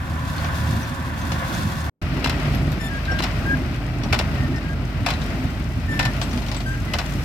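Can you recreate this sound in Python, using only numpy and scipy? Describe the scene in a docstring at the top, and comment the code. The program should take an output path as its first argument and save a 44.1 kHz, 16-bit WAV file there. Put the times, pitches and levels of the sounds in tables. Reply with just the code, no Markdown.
"""Hay field, two listening places a short near-silence apart: a diesel tractor tows a square baler and a bale sledge.
Place one, beside the windrow: exhaust and drive drone in sines, chains and pickup tines rattle in shaped noise.
Place two, behind as the baler draws away: about once a second plunger joints clank in noise bursts and steel modes;
the chamber rumbles after each stroke, chains rattle, hay slides over steel and a dry bearing squeaks.
Loose steel clinks and the chamber booms at both places. The microphone has two ports, left and right."""
import sys
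import numpy as np
from scipy import signal
from scipy.fft import rfft, irfft, next_fast_len
from scipy.io import wavfile
from scipy.ndimage import map_coordinates

SR = 44100
rng = np.random.default_rng(int(sys.argv[2]) if len(sys.argv) > 2 else 0)


def master(y):
    """Save y as 16-bit WAV."""
    cut = np.clip(np.atleast_2d(y).T, -1, 1)
    pcm = np.round(cut * 32767)  # scale
    wavfile.write(sys.argv[1], SR, pcm.astype(np.int16))


N = 319284
TIME = np.arange(N) / SR
BESIDE_END, BEHIND_START = 1.898, 2.015  # t/s at the two places
TOP_HZ = 15950  # upper band limit

# four-stroke cycles a second; four firings in each
CYCLE_HZ = 12.62
# exhaust lines: multiple of the cycle rate, level beside/dB, level behind/dB
EXHAUST = [(4, -41, -30.5), (5, -47.5, -41), (6, -38.5, -37), (9, -37, -41), (10, -45, -36.5),
           (23, -51.5, -44.5)]
# drone of the baler drive: t/s, f/Hz, level/dB of the fundamental
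DRONE = [(0, 78.5, -33), (.45, 77.9, -29.5), (.95, 78.3, -34), (1.4, 76.14, -28), (1.85, 78.5, -27.5),
         (2.2, 78.45, -35), (7.2, 77.16, -42)]

# plunger strokes: t/s, size of the wad of hay (1 = usual)
STROKES = [(.381, 0.88), (1.318, 0.95), (2.245, 1.13), (3.189, 1.06), (4.127, 1.07), (5.063, 1.04),
           (5.994, 0.9), (6.937, 0.67)]
# clanks of one stroke: first joint t/s, level/dB, second joint lag/s, level/dB,
# third joint lag/s, level/dB, pitch of the clack f/Hz
CLANKS = [(2.2445, -11.5, .0274, -17.5, .052, -14, 2580), (3.1898, -18, .0339, -16, .0478, -13, 2780),
          (4.127, -10.5, .0169, -16, .0635, -11.5, 2490), (5.0638, -10.5, .0234, -15.5, .0414, -14, 2590),
          (5.9943, -10, .0336, -17, .0588, -14, 2610), (6.937, -13, .0495, -13, 0.057, -23.5, 2830)]
# three slack joints, in slamming order, relative to each blow: body level/dB, edge level/dB, clack level/dB
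JOINTS = [(-10.5, -18, -5), (-12, -18.5, -14.5), (-10.5, -16, -12)]
# modes of the clack: ratio to its pitch, relative level/dB
CLACK_MODES = [(.93, -4), (1, -0.5), (1.06, -1), (1.27, -10)]
# steel modes of the plunger linkage: f/Hz, relative level/dB
STEEL_MODES = [(748, -3), (931, -4.5), (1475, 3.5), (2060, 6), (2326, -19), (2536, -2), (2756, -2.5),
               (2977, 2), (3488, -0.5), (4043, 1.5), (4387, -11), (5044, -9), (5450, -3), (7321, -8.5)]
# clank noise spectra, casing body, steel and hard edge: f/Hz, relative level/dB
CLANK_BODY = [(450, -7.5), (750, 1), (1400, -7.5), (2200, -9)]
CLANK_STEEL = [(1400, 1), (2750, -1), (3700, 1.5), (5500, -1), (6500, -32)]
CLANK_EDGE = [(6000, -1.5), (7800, -5), (9200, -11), (12000, -6.5), (16000, -17)]
CHATTER_DB, CHATTER_PER_S = 4.5, 220  # casing chatter: depth, knots a second

# frame and bale chamber rumble spectra: f/Hz, relative level/dB
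FRAME = [(45, -12.5), (85, 0.5), (115, -2.5), (150, -2.5), (185, -7), (230, -11.5), (400, -50.5)]
CHAMBER = [(120, -32), (180, -6), (225, -1), (255, 3), (300, -4.5), (345, -5.5), (450, -27), (700, -24.5)]
# bale chamber booms: t/s, frame f/Hz, frame peak level/dB, wall f/Hz, wall peak level/dB
BOOMS = [(.24, 112, -25, 255, -36.5), (.76, 110, -20, 228, -25.5), (1.65, 160, -28.5, 215, -27.5),
         (2.48, 145, -21, 255, -36), (2.68, 148, -21.5, 255, -28.5), (3.55, 150, -26.5, 266, -24.5),
         (4.37, 124, -22, 245, -40), (4.51, 132, -22, 255, -32), (5.42, 155, -30, 255, -26.5),
         (6.37, 125, -30, 250, -26)]

# hay combed up by the pickup tines, before breakage is added: t/s, level/dB
PICKUP_FLOW = [(0, -48), (.2, -47), (.31, -42.5), (.5, -46.5), (.57, -40), (.65, -42.5), (.72, -40.5),
               (.88, -45), (1.12, -48), (1.25, -43.5), (1.45, -42.5), (1.56, -38.5), (1.72, -42),
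               (1.9, -46)]
# hay sliding over steel, before the stroke swells: t/s, level/dB
HAY_FLOW = [(2, -52.5), (2.6, -53), (3.1, -53), (4.8, -55.5), (5.8, -53), (6.5, -51.5), (7.2, -50)]
# hay and chain spectra at each place, and the bale sledge: f/Hz, relative level/dB
HAY_BESIDE = [(1590, -41), (2700, 1), (3020, -14.5), (3450, 2.5), (3830, -2), (4220, -1.5), (9790, -14.5),
              (11900, -11.5), (16000, -21.5)]
HAY_BEHIND = [(3530, -7), (6000, -7.5), (6900, -12), (7960, -10.5), (8750, -16.5), (12700, -11.5),
              (16000, -22)]
CHAIN_BESIDE = [(250, -33), (430, -13), (480, -19), (530, -5), (577, -10), (688, -6.5), (878, -9),
                (1080, -4), (1300, -14.5), (1480, -6.5), (1810, -10), (2090, -14.5), (3020, -23),
                (3200, -20.5), (4160, -36), (7040, -120)]
CHAIN_BEHIND = [(250, -1.5), (420, -2), (454, -7), (632, 0), (1010, -13), (1600, -15), (2080, -43),
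                (3520, -120)]
SLEDGE = [(820, -3), (1400, 2.5), (1720, -1.5), (1960, 3.5), (2120, -0.5), (2750, -2.5), (3310, -8),
          (5290, -13), (6800, -36.5), (8840, -56), (15000, -120)]
# gears and sprockets of the pickup, before GEAR_DB: f/Hz, level/dB
GEAR_LINES = [(549.1, -53), (995.9, -48), (1120, -51), (1534, -53), (1755, -48)]
GEAR_DB = -1

# dry bearing squeaks: t/s, length/s, start f/Hz, end f/Hz, relative level/dB, growth/dB, overtone level/dB
SQUEAKS = [(2.785, .12, 1790, 1760, -40, 2, -1), (2.89, .105, 1650, 1626, -37.5, 7, -14),
           (3.072, .135, 1586, 1612, -32, -11, -24), (3.45, .105, 1606, 1638, -27.5, 10, -27),
           (4.37, .095, 1825, 1830, -42.5, 0, -17), (4.535, .065, 1835, 1805, -42, 2, -15),
           (4.63, .12, 1628, 1620, -42, 2, -18), (5.875, .125, 1794, 1764, -34.5, -2, -11),
           (5.98, .135, 1778, 1776, -33.5, -10, -24), (6.655, .062, 1560, 1572, -35, 0, -9),
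           (6.706, .056, 1574, 1588, -36, 1, -10), (6.752, .06, 1600, 1606, -45, -4, -20),
           (6.87, .075, 1995, 1975, -44, 3, -28)]
# overtones of a squeak: multiple of its pitch, relative level/dB
OVERTONES = [(2, -8), (3, -12), (4, -11), (5, -14), (6, -23), (7, -19), (8, -25)]
# loose steel clinking: t/s, relative tap level/dB, ring f/Hz, relative ring level/dB
CLINKS = [(.381, -35, 4300, -36.5), (.445, -33, 5500, -43), (0.8306, -47, 6020, -37),
          (1.216, -42, 6170, -42), (1.319, -27.5, 3480, -47), (1.54, -37, 6240, -36.5),
          (2.5486, -35.5, 12500, -41), (2.7194, -35, 12700, -41.5), (3.053, -37, 4000, -38),
          (3.1174, -37, 5500, -33), (4.036, -33, 5690, -36.5), (4.562, -46, 5400, -38.5),
          (5.137, -33, 4000, -33), (5.2165, -34, 3950, -34), (6.1644, -40, 11000, -50),
          (6.2159, -24.5, 4550, -35), (6.23, -38.5, 7960, -37), (6.311, -39, 6030, -40),
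          (6.332, -33, 9200, -47), (6.42, -35, 4200, -48), (6.485, -33, 5700, -41),
          (6.3757, -32.5, 4900, -38), (6.464, -36, 3010, -41), (6.5158, -30, 4600, -36),
          (6.5464, -32.5, 4600, -38), (6.566, -34, 7920, -35), (6.604, -34, 4280, -41)]
# modes of a loose pin: ratio to the ring pitch, relative level/dB
PIN_MODES = [(.92, -5), (0.998, 4), (1.025, -7), (1.11, -7)]
# spectrum of a bright tap: f/Hz, relative level/dB
CLINK_BAND = [(3000, 5), (4500, 3.5), (9000, -14), (15000, -21)]

# two microphone ports at each place: f/Hz, likeness of the ports (0 to 1),
# nominal left lead/rad, nominal left minus right level/dB
PORTS_BESIDE = [(270.6, 0.94, 0.1, -5), (412, 0.62, 1.1, -6), (530, 0.89, 0.97, 5.5), (780, 1, 0.24, -2),
                (1080, 0.85, 1.3, -3), (1580, 0.68, 4.85, -5.5), (1870, 0.94, 7.65, 0.5),
                (2880, .3, 7.7, 3), (4000, 0.48, 6.2, 1.5), (11000, .15, 8.8, -2.5)]
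PORTS_BEHIND = [(200, 1, 0.39, -4), (754, 0.91, 0.24, -2.5), (1110, 0.43, -1, 0), (1600, 0.61, -1.2, 2),
                (2430, 0.14, 1.5, 6), (5400, 0.29, -2, 2.5), (8850, .15, -2.5, -3.5),
                (11740, 0.17, -0.5, 1)]

# swells with every stroke: centre after the stroke t/s, half width/s, rise/dB for a usual wad
FRAME_FEED, FRAME_RAM = (-0.066, 0.11, 2.7), (0.29, 0.18, 4.6)
CHAMBER_FEED, CHAMBER_RAM = (-0.036, 0.1, 4.3), (0.35, 0.15, 7)
CHAIN_PULL, SLEDGE_JERK, HAY_SLIDE = (0.22, 0.25, 4), (0.17, 0.33, 5.9), (0.22, 0.22, 4.1)
PICKUP_PULL, PICKUP_BITE = (0.18, 0.35, 4.6), (0.091, 0.055, 2.5)
CHAIN_FEED = (-0.065, 0.014, 6.9)  # the feeder snatches at its chain just before the stroke

# base levels/dB, before swells and distance
BESIDE_FRAME_DB, BESIDE_CHAMBER_DB, BESIDE_CHAIN_DB = -30.5, -38.5, -37.5
BEHIND_FRAME_DB, BEHIND_CHAMBER_DB, BEHIND_CHAIN_DB, BEHIND_SLEDGE_DB = -28.5, -36, -38, -40.5
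# distance: the baler draws away from the second place
FRAME_FADES_DB_PER_S, CHAIN_FADES_DB_PER_S, SLEDGE_FADES_DB_PER_S = 0.24, 0.7, 0.7
SLEDGE_FOLLOWS_HAY = 0.42  # dB of sledge rattle per dB of hay flow


def amp(db):
    """Decibels to gain."""
    return 10 ** (np.asarray(db) / 20)


def unit(x):
    """Scale to rms 1."""
    return x / np.sqrt(np.mean(x ** 2) + 1e-20)


def along(points, hz):
    """Read (f/Hz, value) points on a log frequency axis."""
    f, value = np.transpose(points)
    return np.interp(np.log(hz + 1), np.log(f + 1), value)


def curves(rows):
    """One value per sample for each column after the time."""
    s, *columns = np.transpose(rows)
    return [np.interp(TIME, s, column) for column in columns]


def wobble(rate, size=N):
    """A smooth random curve, rate knots a second."""
    knots = rng.standard_normal(int(size * rate / SR) + 4)
    return map_coordinates(knots, [TIME[:size] * rate])


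def swell(*shapes):
    """Bell-shaped rises in dB that repeat with each plunger stroke, greater for a bigger wad of hay."""
    return sum(wad * rise_db * np.exp(-((TIME - s - centre) / width) ** 2)
               for s, wad in STROKES for centre, width, rise_db in shapes)


def distance():
    """Seconds since the baler began to draw away from the second place."""
    return np.maximum(TIME - BEHIND_START, 0)


def filtered(x, response):
    """Multiply the spectrum of x by a response of frequency."""
    n = x.shape[-1]
    padded = next_fast_len(n + 8192)
    return irfft(rfft(x, padded) * response(np.fft.rfftfreq(padded, 1 / SR)), padded)[..., :n]


def coloured(pair, spectrum, ports):
    """Two unrelated signals become left and right as the ports hear this spectrum; their middle has rms 1."""
    table = np.array(ports)

    def response(hz, sign):
        """Gains of one signal into the left and right port."""
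        alike, lead, lean_db = (along(table[:, [0, k]], hz) for k in range(1, table.shape[1]))
        alike = np.clip(alike, 0, .99)
        left = amp(lean_db / 2) * np.exp(.5j * lead)
        middle = np.sqrt(abs(left) ** 2 + abs(left) ** -2 + 2 * alike * np.cos(lead))
        # power-law skirts beyond both ends of the spectrum
        skirts = np.minimum(1, np.minimum(hz / spectrum[0][0], spectrum[-1][0] / (hz + 1))) ** 2
        gain = amp(along(spectrum, hz)) * skirts * np.sqrt(1 + sign * alike) / middle
        return gain * np.array([left, sign / left])

    together = filtered(pair[0], lambda hz: response(hz, 0.72))
    opposed = filtered(pair[1], lambda hz: response(hz, -1))
    out = together + opposed
    return out / np.std(out.mean(0))


def add(track, s, sound):
    """Mix a stereo sound into the track at time s."""
    part = track[:, max(0, round(s * SR)):][:, :sound.shape[-1]]
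    part += sound[:, :part.shape[-1]]


def rattle(spectrum, ports, rate, life, share):
    """Random contacts, rate a second, fall 60 dB in life seconds; share is their part of the power, the rest steady."""
    sizes = (rng.random(N) < rate / SR) * rng.random(N)
    power = np.abs(signal.fftconvolve(sizes, amp(-120 * TIME[:SR // 4] / life))[:N])
    share = np.clip(share, 0, 1)
    contacts = np.sqrt(1 - share + share * power / power.mean())
    return coloured(contacts * rng.standard_normal((2, N)), spectrum, ports)


def burst(spectrum, attack, t60):
    """Dense panel modes rung by one blow: shaped noise that falls 60 dB in t60 seconds."""
    t = TIME[:SR // 4]
    noise = coloured(rng.standard_normal((2, len(t))), spectrum, PORTS_BEHIND)
    return noise * amp(-60 * t / t60) * (1 - np.exp(-t / attack))


def ring(modes, t60):
    """Steel modes rung anew by each blow, each pitch scattered slightly at random, stronger on the left."""
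    t = TIME[:SR // 4]
    hz, db = np.transpose(modes)[:, :, None, None]
    hz = hz * (1 + rng.normal(0, .008, hz.shape))
    gain = amp(db + rng.normal(0, 4.3, hz.shape))
    cycles = rng.random(hz.shape) + .2 * rng.random((len(hz), 2, 1))  # ports differ slightly in phase
    out = unit((gain * np.sin(2 * np.pi * (hz * t + cycles))).sum(0))
    return out * amp([[2.5], [-2.5]]) * amp(-60 * t / t60) * (1 - np.exp(-t / 0.00074))


def engine(levels_db, flutter_db):
    """Governed diesel: the firing line is steadiest, the lines from unequal cylinders flutter more."""
    turns = np.cumsum(CYCLE_HZ * (1 + 0.00218 * wobble(2.056))) / SR
    out = np.zeros(N)
    for (order, *_), db in zip(EXHAUST, levels_db):
        depth_db = flutter_db * (.25 if round(order) == 4 else 1)  # four firings a cycle
        line = np.sin(2 * np.pi * (round(order) * turns + rng.random()))
        out += amp(db + depth_db * wobble(6)) * line
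    return np.sqrt(2) * out


def drive(octave_db):
    """The baler drive drones with its octave, its pitch sagging a little under load."""
    hz, db = curves(DRONE)
    phase = 2 * np.pi * np.cumsum(hz) / SR
    tone = np.sin(phase) + amp(octave_db) * np.sin(2 * phase)
    return np.sqrt(2) * amp(db + 2.5 * wobble(8)) * tone


def clanks(lead):
    """At each stroke slack joints slam in turn: pitched clack, ringing steel, hard edge, chattering casing."""
    out = np.zeros((2, N))
    for s, first_db, second_lag, second_db, third_lag, third_db, clack_hz in CLANKS:
        blows = [(0, first_db), (second_lag, second_db), (third_lag, third_db)]
        clack_modes = [(clack_hz * ratio, level) for ratio, level in CLACK_MODES]
        for (lag, db), (body_db, edge_db, clack_db) in zip(blows, JOINTS):
            clack = amp(clack_db) * ring(clack_modes, t60=0.032)
            steel = amp(-9.5) * burst(CLANK_STEEL, attack=0.002, t60=0.067)
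            steel = steel + amp(-12.5) * ring(STEEL_MODES, t60=0.097)
            chatter = unit(amp(CHATTER_DB * wobble(CHATTER_PER_S, SR // 4)))
            body = amp(body_db) * chatter * burst(CLANK_BODY, attack=0.0029, t60=0.17)
            edge = amp(edge_db) * burst(CLANK_EDGE, attack=0.00079, t60=0.037)
            add(out, s + lag - lead, amp(db) * (clack + steel + body + edge))
    return out


def rumble(thud_db, chamber_db, ports):
    """Uneven thuds shake frame and chamber: a little as hay is fed in, more as it is rammed along."""
    frame = rattle(FRAME, ports, rate=71, life=0.1, share=0.41)
    chamber = rattle(CHAMBER, ports, rate=58, life=0.12, share=0.64)
    frame_gain = amp(thud_db + swell(FRAME_FEED, FRAME_RAM))
    chamber_gain = amp(chamber_db + swell(CHAMBER_FEED, CHAMBER_RAM))
    return frame_gain * frame + chamber_gain * chamber


def booms(width, waver):
    """The chamber's frame and walls swell in two low, unsteady tones at each boom."""
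    out = np.zeros(N)
    for s, frame_hz, frame_db, wall_hz, wall_db in BOOMS:
        bell = np.exp(-((TIME - s) / width) ** 2)
        stretch = np.cumsum(1 + waver * wobble(45)) / SR  # frame and wall waver together
        for hz, db in [(frame_hz, frame_db), (wall_hz, wall_db)]:
            out += amp(db) * bell * np.sin(2 * np.pi * (hz * stretch + rng.random()))
    return out


def pickup_hay():
    """Pickup tines comb through dry hay: dense contacts, with single stalks snapping."""
    flow_db, = curves(PICKUP_FLOW)
    rustle = amp(flow_db) * rattle(HAY_BESIDE, PORTS_BESIDE, rate=86, life=0.12, share=0.43)
    return rustle + amp(flow_db - 12) * stalks(rate=170, spread_db=10, ports=PORTS_BESIDE)


def chains_beside():
    """Chains whirr close by as overlapping link contacts, louder as each stroke pulls and bites."""
    links = rattle(CHAIN_BESIDE, PORTS_BESIDE, rate=140, life=0.14, share=0.28)
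    return amp(BESIDE_CHAIN_DB + swell(PICKUP_PULL, PICKUP_BITE)) * links


def chains_behind():
    """Chains rattle in short contacts, snatched by the feeder and pulled at each stroke, fading with distance."""
    level_db = BEHIND_CHAIN_DB - CHAIN_FADES_DB_PER_S * distance() + swell(CHAIN_FEED, CHAIN_PULL)
    return amp(level_db) * rattle(CHAIN_BEHIND, PORTS_BEHIND, rate=110, life=0.045, share=0.12)


def sledge():
    """The sledge jolts in noisy contacts, jerked by each stroke, following the hay and fading with distance."""
    flow_db, = curves(HAY_FLOW)
    level_db = BEHIND_SLEDGE_DB - SLEDGE_FADES_DB_PER_S * distance()
    level_db = level_db + SLEDGE_FOLLOWS_HAY * (flow_db - flow_db.mean()) + swell(SLEDGE_JERK)
    return amp(level_db) * rattle(SLEDGE, PORTS_BEHIND, rate=150, life=0.16, share=0.49)


def sliding_hay():
    """Hay slides over steel as fine contacts, more after each stroke, with a few stalks snapping."""
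    level_db = curves(HAY_FLOW)[0] + swell(HAY_SLIDE)
    slide = amp(level_db) * rattle(HAY_BEHIND, PORTS_BEHIND, rate=51, life=0.03, share=0.19)
    return slide + amp(level_db - 10) * stalks(rate=18, spread_db=-3.5, ports=PORTS_BEHIND)


def stalks(rate, spread_db, ports):
    """Single dry stalks snap against steel: noise bursts of random size, rate a second, falling 60 dB in 14 ms."""
    snaps = (rng.random(N) < rate / SR) * amp(spread_db * np.clip(rng.standard_normal(N), -2, 2))
    bursts = signal.fftconvolve(snaps, amp(-60 * TIME[:SR // 20] / .014))[:N]
    spectrum = [(3500, 2), (6500, 0), (9000, -3.5), (14000, -19)]
    return coloured(bursts * rng.standard_normal((2, N)), spectrum, ports)


def squeaks(waver, rough_db, flicker_db):
    """A dry bearing sticks and slips in gliding harmonics, harshest mid-squeak, leading in the left port."""
    out = np.zeros((2, N))
    lead = np.array([[1.7], [0]])  # rad
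    for s, length, start_hz, end_hz, db, grow_db, bright_db in SQUEAKS:
        n = int(length * SR)
        hz = np.linspace(start_hz, end_hz, n) * (1 + waver * wobble(250, n))
        turning = 2 * np.pi * np.cumsum(hz) / SR
        harsh = sum(amp(bright_db + level + flicker_db * wobble(91, n)) * np.sin(round(order) * turning + lead)
                    for order, level in OVERTONES)
        tone = np.sin(turning + lead) + signal.windows.tukey(n, .5) * harsh
        shape = signal.windows.tukey(n, .3) * amp([[8.5], [4.5]])  # left, right level/dB
        level_db = db + grow_db * np.linspace(-.5, .5, n) + rough_db * wobble(84, n)
        add(out, s, amp(level_db) * shape * tone)
    return out


def clinks(lead):
    """Loose pins and bars tap, each with its own short, bright ring, and knock dully on the casing."""
    out = np.zeros((2, N))
    for s, db, ring_hz, ring_db in CLINKS:
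        bright = amp(-6.0) * burst(CLINK_BAND, attack=0.00092, t60=0.15)
        dull = amp(-0.5) * burst(CLANK_BODY, attack=0.00088, t60=0.12)
        snap = amp(0.5) * burst(CLINK_BAND, attack=.0003, t60=.022)
        pin = ring([(ring_hz * ratio, level) for ratio, level in PIN_MODES], t60=0.075)
        add(out, s - lead, amp(db) * (bright + dull + snap) + amp(ring_db) * pin)
    return out


def gears(waver, flutter_db):
    """Gears and sprockets sing faintly as sines, wavering together with the shaft."""
    stretch = np.cumsum(1 + waver * wobble(4.97)) / SR
    out = np.zeros((2, N))
    for hz, db in GEAR_LINES:
        cycles = rng.random() + .2 * rng.random((2, 1))
        out += amp(db + flutter_db * wobble(9.3)) * np.sin(2 * np.pi * (hz * stretch + cycles))
    return np.sqrt(2) * out


def beside():
    """By the windrow: exhaust, rumble, pickup hay, chains and gears."""
    exhaust = engine([row[1] for row in EXHAUST], flutter_db=1.5)
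    thuds = rumble(BESIDE_FRAME_DB, BESIDE_CHAMBER_DB, PORTS_BESIDE)
    singing = amp(GEAR_DB) * gears(waver=0.0035, flutter_db=1.5)
    return exhaust + thuds + pickup_hay() + chains_beside() + singing


def behind():
    """Behind the baler as it draws away: exhaust, clanks, rumble, chains, sledge, hay and squeaks."""
    exhaust = engine([row[2] for row in EXHAUST], flutter_db=3.0)
    far_db = FRAME_FADES_DB_PER_S * distance()
    thuds = rumble(BEHIND_FRAME_DB - far_db, BEHIND_CHAMBER_DB - far_db, PORTS_BEHIND)
    bearing = squeaks(waver=0.0055, rough_db=1.8, flicker_db=4)
    return exhaust + clanks(lead=0.0017) + thuds + chains_behind() + sledge() + sliding_hay() + bearing


def scene():
    """The two listening places in turn, sharing drive, booms and clinks."""
    shared = drive(octave_db=-6) + booms(width=0.056, waver=0.0392) + clinks(lead=0.000975)
    first = beside() + shared
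    second = behind() + shared
    fade = .002  # s
    leave = np.clip((BESIDE_END - TIME) / fade, 0, 1)
    arrive = np.clip((TIME - BEHIND_START) / fade, 0, 1)
    return first * leave + second * arrive


def record(dry):
    """A faint low noise floor under everything, and nothing above the band limit."""
    noise = rng.standard_normal((2, N))
    floor = amp(-79.0) * coloured(noise, [(30, -14), (80, -6), (250, 1)], PORTS_BEHIND)
    return filtered(dry + floor, lambda hz: hz < TOP_HZ)


dry = scene()
out = record(dry)
master(out)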